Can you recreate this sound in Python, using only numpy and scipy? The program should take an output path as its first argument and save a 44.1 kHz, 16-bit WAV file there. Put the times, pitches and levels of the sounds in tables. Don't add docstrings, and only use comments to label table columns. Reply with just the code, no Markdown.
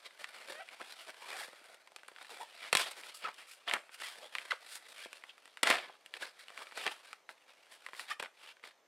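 import sys
import numpy as np
from scipy import signal
from scipy.fft import rfft, irfft, next_fast_len
from scipy.io import wavfile
from scipy.ndimage import map_coordinates

SR = 44100
rng = np.random.default_rng(int(sys.argv[2]) if len(sys.argv) > 2 else 0)


def file_out(sig):
    cols = np.atleast_2d(sig).T
    lim = np.clip(cols, -1, 1)
    pcm = np.round(lim * 32767).astype(np.int16)
    wavfile.write(sys.argv[1], SR, pcm)


N = 391166
T = np.arange(N) / SR
TAPS = 2048
HZ = np.fft.rfftfreq(TAPS, 1 / SR)

# frequency in Hz, relative level in dB.
RUB_COLOUR = [(30, -32.5), (60, -40), (120, -35.5), (200, -11.5), (400, -1.5), (700, 1), (1600, 2.5),
              (2500, -0.5), (4900, -1), (6300, -4), (7600, -8), (9600, -9.5), (12000, -17), (14200, -24.5),
              (16000, -29.5)]
# centre in Hz, width in Hz, boost or cut in dB.
PACK_RESONANCES = [(716, 107, 0), (1468, 123, -1.5), (1877, 45, -1.5), (2380, 640, 1.5), (3320, 380, 1),
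                   (4520, 300, 1.5), (6300, 1680, -8.5), (8300, 900, 1), (10400, 980, 0)]
# fastest moment in seconds, rise in seconds,
# fall in seconds, level in dB, extra card body in dB, extra hiss in dB.
STROKES = [(0.063, 0.015, 0.011, -46.5, -7, -3), (0.212, 0.019, 0.035, -53, 1, 4),
           (0.398, .1, 0.058, -55, 0.5, 2.5), (0.501, 0.043, 0.075, -52, 5, 4),
           (0.736, 0.018, 0.014, -52, 2.5, 1), (0.812, 0.011, 0.022, -58.5, 15.5, 0),
           (0.917, 0.12, 0.024, -54.5, -2.5, 4), (1.026, 0.07, 0.034, -54, -6, 4.5),
           (1.095, 0.016, 0.012, -48, 5, 1), (1.324, 0.098, 0.11, -50.5, 3, 4),
           (1.401, .047, 0.061, -48, -2.5, 7.5), (1.745, 0.12, 0.011, -64, 6, 7),
           (2.205, 0.017, 0.044, -61.5, 6, 5), (2.32, 0.021, 0.047, -58, 6, 9),
           (2.435, 0.051, 0.0043, -54.5, 8, 8.5), (2.664, 0.076, 0.024, -48.5, -3.5, 0),
           (2.915, 0.0089, 0.011, -47, -6, 10), (2.985, 0.024, 0.05, -52, 2.5, 7),
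           (3.095, 0.07, 0.019, -55.5, -0.5, 7), (3.15, 0.0072, 0.059, -61, -14, 18.5),
           (3.253, .026, 0.043, -46.5, 2.5, -6.5), (3.408, 0.032, 0.028, -54, -4.5, 2.5),
           (3.507, 0.03, 0.046, -58, -28, 12), (3.681, 0.009, 0.026, -42, 5.5, -5),
           (3.944, 0.022, 0.014, -54, -16, 7.5), (4.015, 0.022, 0.049, -50, -1, 6),
           (4.07, 0.066, 0.069, -49, -11, 4.5), (4.259, 0.13, 0.027, -58, 5.5, 5.5),
           (4.345, 0.021, 0.16, -53, -1.5, 3), (4.51, 0.0032, 0.022, -39, -15, -4),
           (4.752, 0.055, 0.031, -53, -15, 13.5), (4.885, 0.0098, 0.097, -66, 7, 13.5),
           (5.056, 0.094, 0.01, -52.5, -12, 5), (5.172, 0.015, 0.02, -59.5, -11, 5.5),
           (6.168, 0.024, 0.0091, -49.5, 0.5, 0), (6.22, .016, 0.05, -44.5, -0.5, 1),
           (6.395, 0.0074, 0.034, -57, -12, 6), (6.624, 0.072, 0.017, -51.5, 2.5, 2.5),
           (6.781, .026, 0.15, -46.5, -2, 2), (6.865, 0.0083, 0.023, -39, 8.5, -13),
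           (7.06, 0.032, 0.087, -57.5, -2.5, 2.5), (7.294, 0.0031, 0.029, -57, 5.5, 6),
           (7.505, 0.023, 0.024, -63.5, 0, -1), (7.732, 0.025, 0.029, -58.5, -2, 8),
           (7.992, 0.039, 0.056, -52, -1.5, 7.5), (8.112, 0.029, 0.023, -44.5, -7, 1),
           (8.199, 0.0026, 0.0091, -42.5, 6.5, 0), (8.227, 0.0037, 0.033, -48, 7, -4),
           (8.498, 0.11, 0.02, -56, -5, 0.5), (8.647, 0.012, .048, -53, 1, 0.5)]
# time in seconds, level in dB.
HOLDING = [(0.0, -66), (1.5, -61.5), (1.9, -73.5), (2.3, -61.5), (3.1, -61.5), (3.62, -70), (3.88, -72.5),
           (4.6, -61), (5.2, -64), (5.36, -68.5), (5.5, -69), (5.98, -72.5), (6.75, -63), (7.0, -87),
           (7.26, -76), (7.9, -63.5), (8.33, -92), (8.45, -76), (8.8, -81)]
# start in seconds, rise in seconds, level in dB, fade in dB per second,
# extra card body in dB, extra hiss in dB.
RIPS = [(2.73, 0.073, -36, 148, -2.5, 4.5), (3.678, 0.05, -46.5, 245, 11, 4.5),
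        (5.632, 0.057, -31, 148, 4.5, -1.5)]
# start in seconds, peak in dB before the common trim in cracking(),
# ring in Hz, tick in dB, thump in dB.
CRACKS = [(0.243, -24, 1740, -8.5, -24), (0.688, -33.5, 2310, -4, -26), (0.815, -32, 1610, 0, 14),
          (1.094, -36.5, 2320, -14, 12), (1.642, -43, 1430, 7, -8), (1.874, -39.5, 1400, -6, -7),
          (1.919, -46.5, 770, 3, 6), (1.962, -30, 835, 2.5, -12), (1.986, -44, 1700, -12, -8),
          (2.033, -38.5, 1470, -1, 5), (2.0815, -36, 3140, 18, 5), (2.0843, -34, 1560, -6, 6),
          (2.116, -44, 640, -21, 3), (2.149, -56, 1700, -13, -6), (2.162, -36, 1480, -15, -40),
          (2.185, -39, 1450, -18, -18), (2.213, -38, 1470, -6, 3), (2.227, -40, 1560, 14, -5),
          (2.247, -39, 1750, -9, -8), (2.294, -39.5, 1250, 2, -2), (3.035, -33, 2350, -5, -15),
          (3.343, -39, 5500, 17, -10), (3.677, -25, 1320, -21, -1), (3.697, -21.5, 1280, -5, -11),
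          (3.712, -16.5, 2000, -24, -36), (3.737, -11.5, 2060, 4, 1), (3.893, -39.5, 1540, -24, 3),
          (4.021, -28, 1900, -5, 1), (4.352, -18.5, 1900, -10, -13), (4.384, -21.5, 2160, -5, -14),
          (4.416, -38, 2440, -8, 3), (5.13, -30.5, 2660, 7, 6), (5.223, -45, 2140, -10, -6),
          (5.238, -32.5, 2040, -5, 4), (5.38, -44, 1240, 2.5, 0.5), (5.456, -38.5, 1960, 4, 2),
          (5.477, -41, 1380, 0, -4), (5.572, -31.5, 1620, -5, -24), (5.671, -14.5, 1840, -10, -4),
          (5.673, -11, 1220, -4, -12), (5.71, -7, 1770, -48, 2), (5.713, -15.5, 2150, -10, -6),
          (5.726, -16.5, 1650, -21, -8), (5.741, -20, 1780, -17, 7), (6.061, -34.5, 2930, 7.5, 3),
          (6.139, -24, 3130, -5, -5), (6.483, -33, 3020, -1, 2), (6.576, -29.5, 2280, -4, -27),
          (6.722, -36.5, 1290, -6, 5), (6.775, -28, 1120, 2, -1), (6.865, -17.5, 1170, -6, -5),
          (6.877, -18.5, 1890, -9, -26), (7.13, -29, 1330, -2.5, -2), (7.291, -30.5, 1460, -19, 1),
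          (7.864, -27.5, 1920, 2, 4), (7.887, -36, 1070, -9, -10), (7.933, -31, 1800, -8, 10),
          (7.949, -38, 2000, -5, 0), (7.995, -26.5, 1920, -3, -20), (8.198, -25.5, 2460, 5, 13),
          (8.2266, -26, 1640, 9, 11), (8.259, -32, 1960, -13, -4), (8.638, -33, 2130, -9, 11)]
# frequency in Hz, relative level in dB.
CRACK_COLOUR = [(30, -35.5), (150, -16.5), (400, -4.5), (1000, -1.5), (2000, 1.5), (3300, 2), (5000, -3.5),
                (8000, -3.5), (12000, -14.5), (16000, -45.5)]
# ratio to its ring, level in dB.
FACET_MODES = [(1, 14), (0.59, 11), (1.4, 4.5), (6, 0)]
# start in seconds, peak of the first fracture in dB,
# length in seconds, thump in dB, ring width in Hz (its sign has no effect).
SNAPS = [(2.728, -13.5, 0.0024, 8.5, 3), (2.7509, -12.5, 0.0012, 9.5, -2),
         (2.7703, -16.5, 0.0021, -15, 3.5), (5.6308, -13, 0.0037, 7, 11), (5.7005, -15, .0045, 3.5, -3)]
# start in seconds, end in seconds, middle of the peak levels in dB.
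CRINKLES = [(0.095, 1.502, -46.5), (1.798, 2.269, -53), (3.675, 3.798, -42), (5.668, 5.79, -26.5),
            (6.449, 6.953, -41), (8.354, 8.711, -52)]
# start in seconds, length in seconds, start pitch in Hz,
# middle pitch in Hz, end pitch in Hz, level in dB, second partial in dB, third partial in dB,
# pitch jitter as a share.
SQUEAKS = [(0.53, 0.117, 584, 635, 673, -52, -6, 0, 0.0037),
           (0.59, 0.04, 590, 784, 560, -46.5, -3, -7, 0.017),
           (0.792, 0.036, 1080, 1277, 1720, -49.5, -14, -18, 0.1),
           (1.328, 0.054, 591, 776, 590, -51, -8, -11, .02),
           (1.403, 0.023, 930, 768, 480, -48, -12, -16, .04),
           (2.301, 0.046, 420, 469, 337, -55.5, -4, -8, 0.023),
           (2.394, 0.048, 573, 960, 580, -46, -17, -27, 0.033),
           (3.243, 0.026, 1150, 1288, 1180, -37, -10, -32, 0.023),
           (4.217, 0.05, 416, 625, 430, -53, -10, -21, 0.017),
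           (4.506, 0.012, 2040, 2020, 1840, -30, -12, -31, .008),
           (4.516, 0.00717, 1840, 1470, 1000, -26.5, -10.5, -21, 0.0092),
           (4.518, 0.023, 1092, 589, 420, -43, 2, -10.5, 0.069),
           (6.225, 0.013, 1300, 1670, 1420, -36, -34, -28, .01),
           (8.104, 0.022, 1110, 1212, 1340, -37.5, -16, -17, 0.023),
           (8.109, 0.015, 1670, 1785, 1960, -37, -14, -16, .02)]
# start in seconds, length in seconds, start pitch in Hz,
# end pitch in Hz, width in Hz, level in dB.
SCRAPES = [(1.188, 0.16, 850, 1290, 302, -56.5), (1.287, 0.093, 2200, 2710, 170, -54.5),
           (1.392, 0.056, 1780, 2180, 300, -53), (1.458, 0.15, 1700, 2670, 260, -80),
           (1.572, 0.29, 1330, 1480, 200, -68.5), (2.322, 0.13, 2420, 2300, 170, -65),
           (2.413, 0.038, 960, 945, 50, -53), (2.78, 0.073, 3370, 3370, 800, -42.5),
           (3.239, 0.071, 1300, 940, 700, -43), (3.677, 0.027, 3200, 3230, 600, -39),
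           (3.716, 0.061, 1340, 1350, 1110, -37.5), (4.205, 0.089, 3150, 3440, 350, -59),
           (4.939, 0.17, 2200, 2400, 550, -57), (5.285, 0.035, 2900, 2850, 1200, -54),
           (6.6, 0.029, 1060, 1050, 600, -49)]
# start in seconds, peak in dB, ring in Hz.
KNOCKS = [(1.482, -46.5, 450), (1.531, -45, 590), (1.613, -52, 280), (5.058, -41, 615), (5.896, -42, 930)]
# frequency in Hz, 60 dB decay in seconds, relative dB.
FREE_MODES = [(860, 0.14, -5), (1220, 0.1, -5), (1820, 0.063, -3), (2433, 0.11, -2), (3050, 0.062, 2)]
# delay in seconds, level in dB.
NEAR_ECHOES = [(.0021, -25), (.0034, -39), (.0058, -33.5)]
# frequency in Hz, 60 dB decay in seconds.
ROOM_DECAY = [(250, 0.049), (700, 0.19), (1800, 0.24), (4600, 0.21), (12000, 0.5)]
# frequency in Hz, level in dB.
ROOM_WIDTH = [(60, -9), (250, -12.5), (1000, -42.5), (3500, -18.5), (12000, -34)]
# frequency in Hz, relative level in dB.
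HUSH_COLOUR = [(15, -62.5), (25, -24.5), (120, -12.5), (575, 10), (2000, 0), (4740, -10), (6210, -3.5),
               (9840, -24.5), (14400, -14.5), (16000, -45)]


def rubbing(grains_per_s=2200, spread_db=3.0, smooth=0.95, judder_db=3.0, travel_s=0.001796,
            body_hz=1000, hiss_hz=5800):
    size = next_fast_len(N)
    caught = rng.random(size) < grains_per_s / SR
    catches = caught * amp(spread_db * np.minimum(rng.exponential(1, size), 4))
    drive = unit(catches * rng.choice([-1, 1], size)) + smooth * rng.standard_normal(size)
    card = disperse(pulse(read(RUB_COLOUR, HZ) + pack_db()), travel_s)
    slide = flexing(signal.oaconvolve(drive, card)[:size])
    body = band(slide, 0, body_hz)[:N]
    middle = band(slide, body_hz, hiss_hz)[:N]
    hiss = band(slide, hiss_hz, SR)[:N]
    shaped = (np.sqrt(effort()) * [body, middle, hiss]).sum(0) / middle.std()
    return amp(judder_db * wander(T, 220)) * shaped


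def effort(holding_body_db=-1.5, holding_hiss_db=3, roundness=1.68, rip_onset_db=-19.5,
           rip_dulls_db_per_s=59):
    def bands(db, body_db, hiss_db):
        return amp([db + body_db, db, db + hiss_db]) ** 2

    holding_db = np.interp(T, *np.transpose(HOLDING))
    power = bands(holding_db, holding_body_db, holding_hiss_db)
    for s, rise, fall, db, body_db, hiss_db in STROKES:
        near = abs(T - s) < .5
        t = T[near] - s
        swell = np.exp(-abs(t / np.where(t < 0, rise, fall)) ** roundness)
        power[:, near] += bands(db, body_db, hiss_db)[:, None] * swell ** 2
    for s, rise, db, fade, body_db, hiss_db in RIPS:
        near = (T >= s) & (T < s + 1)
        t = T[near] - s
        dying = np.maximum(t - rise, 0)
        rip_db = db + rip_onset_db * np.maximum(1 - t / rise, 0) - fade * dying
        power[:, near] += bands(rip_db, body_db, hiss_db - rip_dulls_db_per_s * dying)
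    return power


def flexing(x, bend=0.17, shifts_per_s=14, panel_db=-1, grip_db=5, count=5):
    t = np.arange(len(x)) / SR
    out = x.copy()
    for hz, width, _ in PACK_RESONANCES[:count]:
        free = amp(panel_db + grip_db * np.clip(wander(t, shifts_per_s), -2, 1))
        out += free * resonate(x, hz * np.exp(bend * wander(t, shifts_per_s)), width)
    return out


def off_the_hand(x, delay_s=0.0016, sway=0.221, moves_per_s=7, echo_db=-14):
    delay = delay_s * np.exp(sway * wander(T, moves_per_s))
    echo = map_coordinates(x, [(T - delay) * SR], order=3)
    return (x + amp(echo_db) * echo) / np.sqrt(1 + amp(echo_db) ** 2)


def pack_db():
    return sum(db / (1 + (2 * (HZ - hz) / width) ** 2) for hz, width, db in PACK_RESONANCES)


def shell(tick_db, thump_db, tick_hz=5500, thump_hz=700):
    tick = tick_db * HZ ** 4 / (HZ ** 4 + tick_hz ** 4)
    thump = thump_db / (1 + (HZ / thump_hz) ** 2)
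    return read(CRACK_COLOUR, HZ) + pack_db() + tick + thump


def crack(peak_db, ring_hz, tick_db, thump_db, width_hz=300, mistune=0.057, rustle_db=-23,
          rustle_s=0.0045, travel_s=0.000752):
    t = np.arange(TAPS) / SR
    ring_power = np.ones(len(HZ))
    for ratio, db in FACET_MODES:
        hz = ring_hz * ratio ** (1 + mistune * rng.standard_normal())
        ring_power += amp(db) ** 2 / (1 + (2 * (HZ - hz) / width_hz) ** 2)
    drive = amp(rustle_db) * rng.standard_normal(TAPS) * np.exp(-t / rustle_s)
    drive[0] = 1
    facet = pulse(shell(tick_db, thump_db) + 10 * np.log10(ring_power))
    sound = disperse(signal.fftconvolve(drive, facet), travel_s)
    return amp(peak_db) * sound / abs(sound).max()


def cracking(trim_db=-2):
    out = np.zeros(N)
    for s, peak_db, ring_hz, tick_db, thump_db in CRACKS:
        add(out, s, crack(peak_db + trim_db, ring_hz, tick_db, thump_db))
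    return out


def snapping(fade_db=6, count=6):
    out = np.zeros(N)
    for s, peak_db, length, thump_db, width_hz in SNAPS:
        for k, (jitter, pitch) in enumerate(rng.random((count, 2))):
            along = (k + jitter * (k > 0)) / count
            ring_hz = 1300 + 2200 * pitch
            fracture = crack(peak_db - fade_db * along, ring_hz, 0.0078, thump_db, width_hz)
            add(out, s + along * length, (-1) ** (k // 2) * fracture)
    return out


def crinkling(spread_db=4, low_hz=1000, high_hz=3000, tick_db=-4, thump_db=-4, count=11):
    out = np.zeros(N)
    for start, end, peak_db in CRINKLES:
        for k, (when, size, pitch) in enumerate(rng.random((count, 3))):
            at = start + (end - start) * (k + when) / count
            crease_db = peak_db + spread_db * (2 * size - 1)
            ring_hz = low_hz + (high_hz - low_hz) * pitch
            add(out, at, crack(crease_db, ring_hz, tick_db, thump_db))
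    return out


def squeaking(flutter_db=2, fall_db=6.0, count=5):
    out = np.zeros(N)
    for s, length, start_hz, middle_hz, end_hz, db, second_db, third_db, jitter in SQUEAKS:
        t = np.arange(0, length, 1 / SR)
        curve = np.polyfit([0, .5, 1], [start_hz, middle_hz, end_hz], 2)
        hz = np.polyval(curve, t / length)
        phase = 2 * np.pi * np.cumsum(hz * (1 + jitter * wander(t, 705))) / SR
        partials_db = [0, second_db, *(third_db - fall_db * np.arange(count))]
        slips = sum(amp(level) * np.sin((k + 1) * phase) for k, level in enumerate(partials_db))
        swell = np.sin(np.pi * t / length)
        add(out, s, amp(db + flutter_db * wander(t, 270)) * unit(slips) * swell)
    return out


def scraping(slips_per_s=2500, low_hz=200):
    out = np.zeros(N)
    for s, length, start_hz, end_hz, width, db in SCRAPES:
        size = round(length * SR)
        slips = rng.standard_normal(size) * (rng.random(size) < slips_per_s / SR)
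        hz = np.geomspace(start_hz, end_hz, size)
        ring = resonate(resonate(slips, hz, width), hz, width)
        add(out, s, amp(db) * unit(ring) * np.sin(np.linspace(0, np.pi, size)))
    return signal.sosfilt(signal.butter(3, low_hz, "high", fs=SR, output="sos"), out)


def knocking(tick_db=-16, thump_db=0, low_hz=150, soft_hz=1200):
    out = np.zeros(N)
    pad = signal.butter(2, [low_hz, soft_hz], "band", fs=SR, output="sos")
    for s, peak_db, hz in KNOCKS:
        knock = signal.sosfilt(pad, crack(0, hz, tick_db, thump_db))
        add(out, s, amp(peak_db) * knock / abs(knock).max())
    return out


def lifting(lift_s=8.114, peak_db=-47, drag_s=0.017):
    t = T[:SR // 2] - .1
    drag = rng.standard_normal(len(t)) * np.exp(-(t / drag_s) ** 2)
    out = np.zeros(N)
    for hz, t60, db in FREE_MODES:
        ring = resonate(drag, hz, np.log(1000) / np.pi / t60)
        add(out, lift_s + t[0], amp(peak_db + db) * ring / abs(ring).max())
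    return out


def near_echoes(direct):
    near = direct.copy()
    for delay, db in NEAR_ECHOES:
        add(near, delay, amp(db) * direct)
    return near


def room_tail():
    size = SR // 2
    reflected = (rng.random(size) < 4000 / SR) * (T[:size] > .004)
    taps = rng.choice([-1., 1.], size) * reflected
    hz, t, z = signal.stft(taps, SR, nperseg=256)
    decay = amp(-60 * t / read(ROOM_DECAY, hz)[:, None])
    tail = signal.istft(z * decay, SR, nperseg=256)[1]
    return tail / np.linalg.norm(tail)


def hushing(level_db):
    noise = signal.oaconvolve(rng.standard_normal(N), pulse(read(HUSH_COLOUR, HZ)))[:N]
    return amp(level_db) * unit(noise)


def amp(db):
    return 10 ** (np.asarray(db) / 20)


def unit(x):
    return x / np.sqrt(np.mean(x ** 2) + 1e-20)


def read(points, hz):
    f, value = np.transpose(points)
    return np.interp(np.log(hz + 1), np.log(f), value)


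def add(mix, s, sound):
    part = mix[max(round(s * SR), 0):][:len(sound)]
    part += sound[:len(part)]


def pulse(db):
    log_gain = irfft(np.log(amp(db)))
    log_gain[1:TAPS // 2] *= 2
    log_gain[TAPS // 2 + 1:] = 0
    return irfft(np.exp(rfft(log_gain)))


def band(x, lo_hz, hi_hz):
    hz = np.fft.rfftfreq(len(x), 1 / SR) + 1
    return irfft(rfft(x) / (1 + (lo_hz / hz) ** 5) / (1 + (hz / hi_hz) ** 5), len(x))


def wander(t, rate):
    return np.interp(t * rate, np.arange(TAPS * 2), rng.standard_normal(TAPS * 2))


def resonate(x, hz, width):
    turn = np.exp(2j * np.pi * np.cumsum(hz * np.ones(len(x))) / SR)
    r = np.exp(-np.pi * width / SR)
    return 2 * (turn * signal.lfilter([1 - r], [1, -r], x / turn)).real


def disperse(x, delay_s):
    khz = np.fft.rfftfreq(2 * len(x), 1 / SR) / 1000
    lag = 4 * np.pi * delay_s * 1000 * np.sqrt(khz)
    return irfft(rfft(x, 2 * len(x)) * np.exp(-1j * lag))[:len(x)]


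def scene(room_db=-11, hush_db=-72, hush_side_db=-11, dull_hz=7000):
    direct = off_the_hand(rubbing()) + cracking() + snapping() + crinkling()
    direct += squeaking() + scraping() + knocking() + lifting()
    soft = signal.lfilter(*signal.butter(1, dull_hz, fs=SR), direct)
    tail = signal.oaconvolve(soft, room_tail())[:N]
    other_tail = signal.oaconvolve(soft, room_tail())[:N]
    middle = near_echoes(direct) + amp(room_db) * tail + hushing(hush_db)
    side = signal.oaconvolve(other_tail, pulse(read(ROOM_WIDTH, HZ)))[:N]
    side += hushing(hush_db + hush_side_db)
    return np.array([middle + side, middle - side])


def record(dry, overload_db=-12.5, edge_hz=15900):
    flattened = dry / (1 + (dry / amp(overload_db)) ** 4) ** .25
    low_pass = signal.firwin(255, edge_hz, window=("kaiser", 9), fs=SR)
    return signal.oaconvolve(flattened, low_pass[None], "same")


dry = scene()
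out = record(dry)
file_out(out)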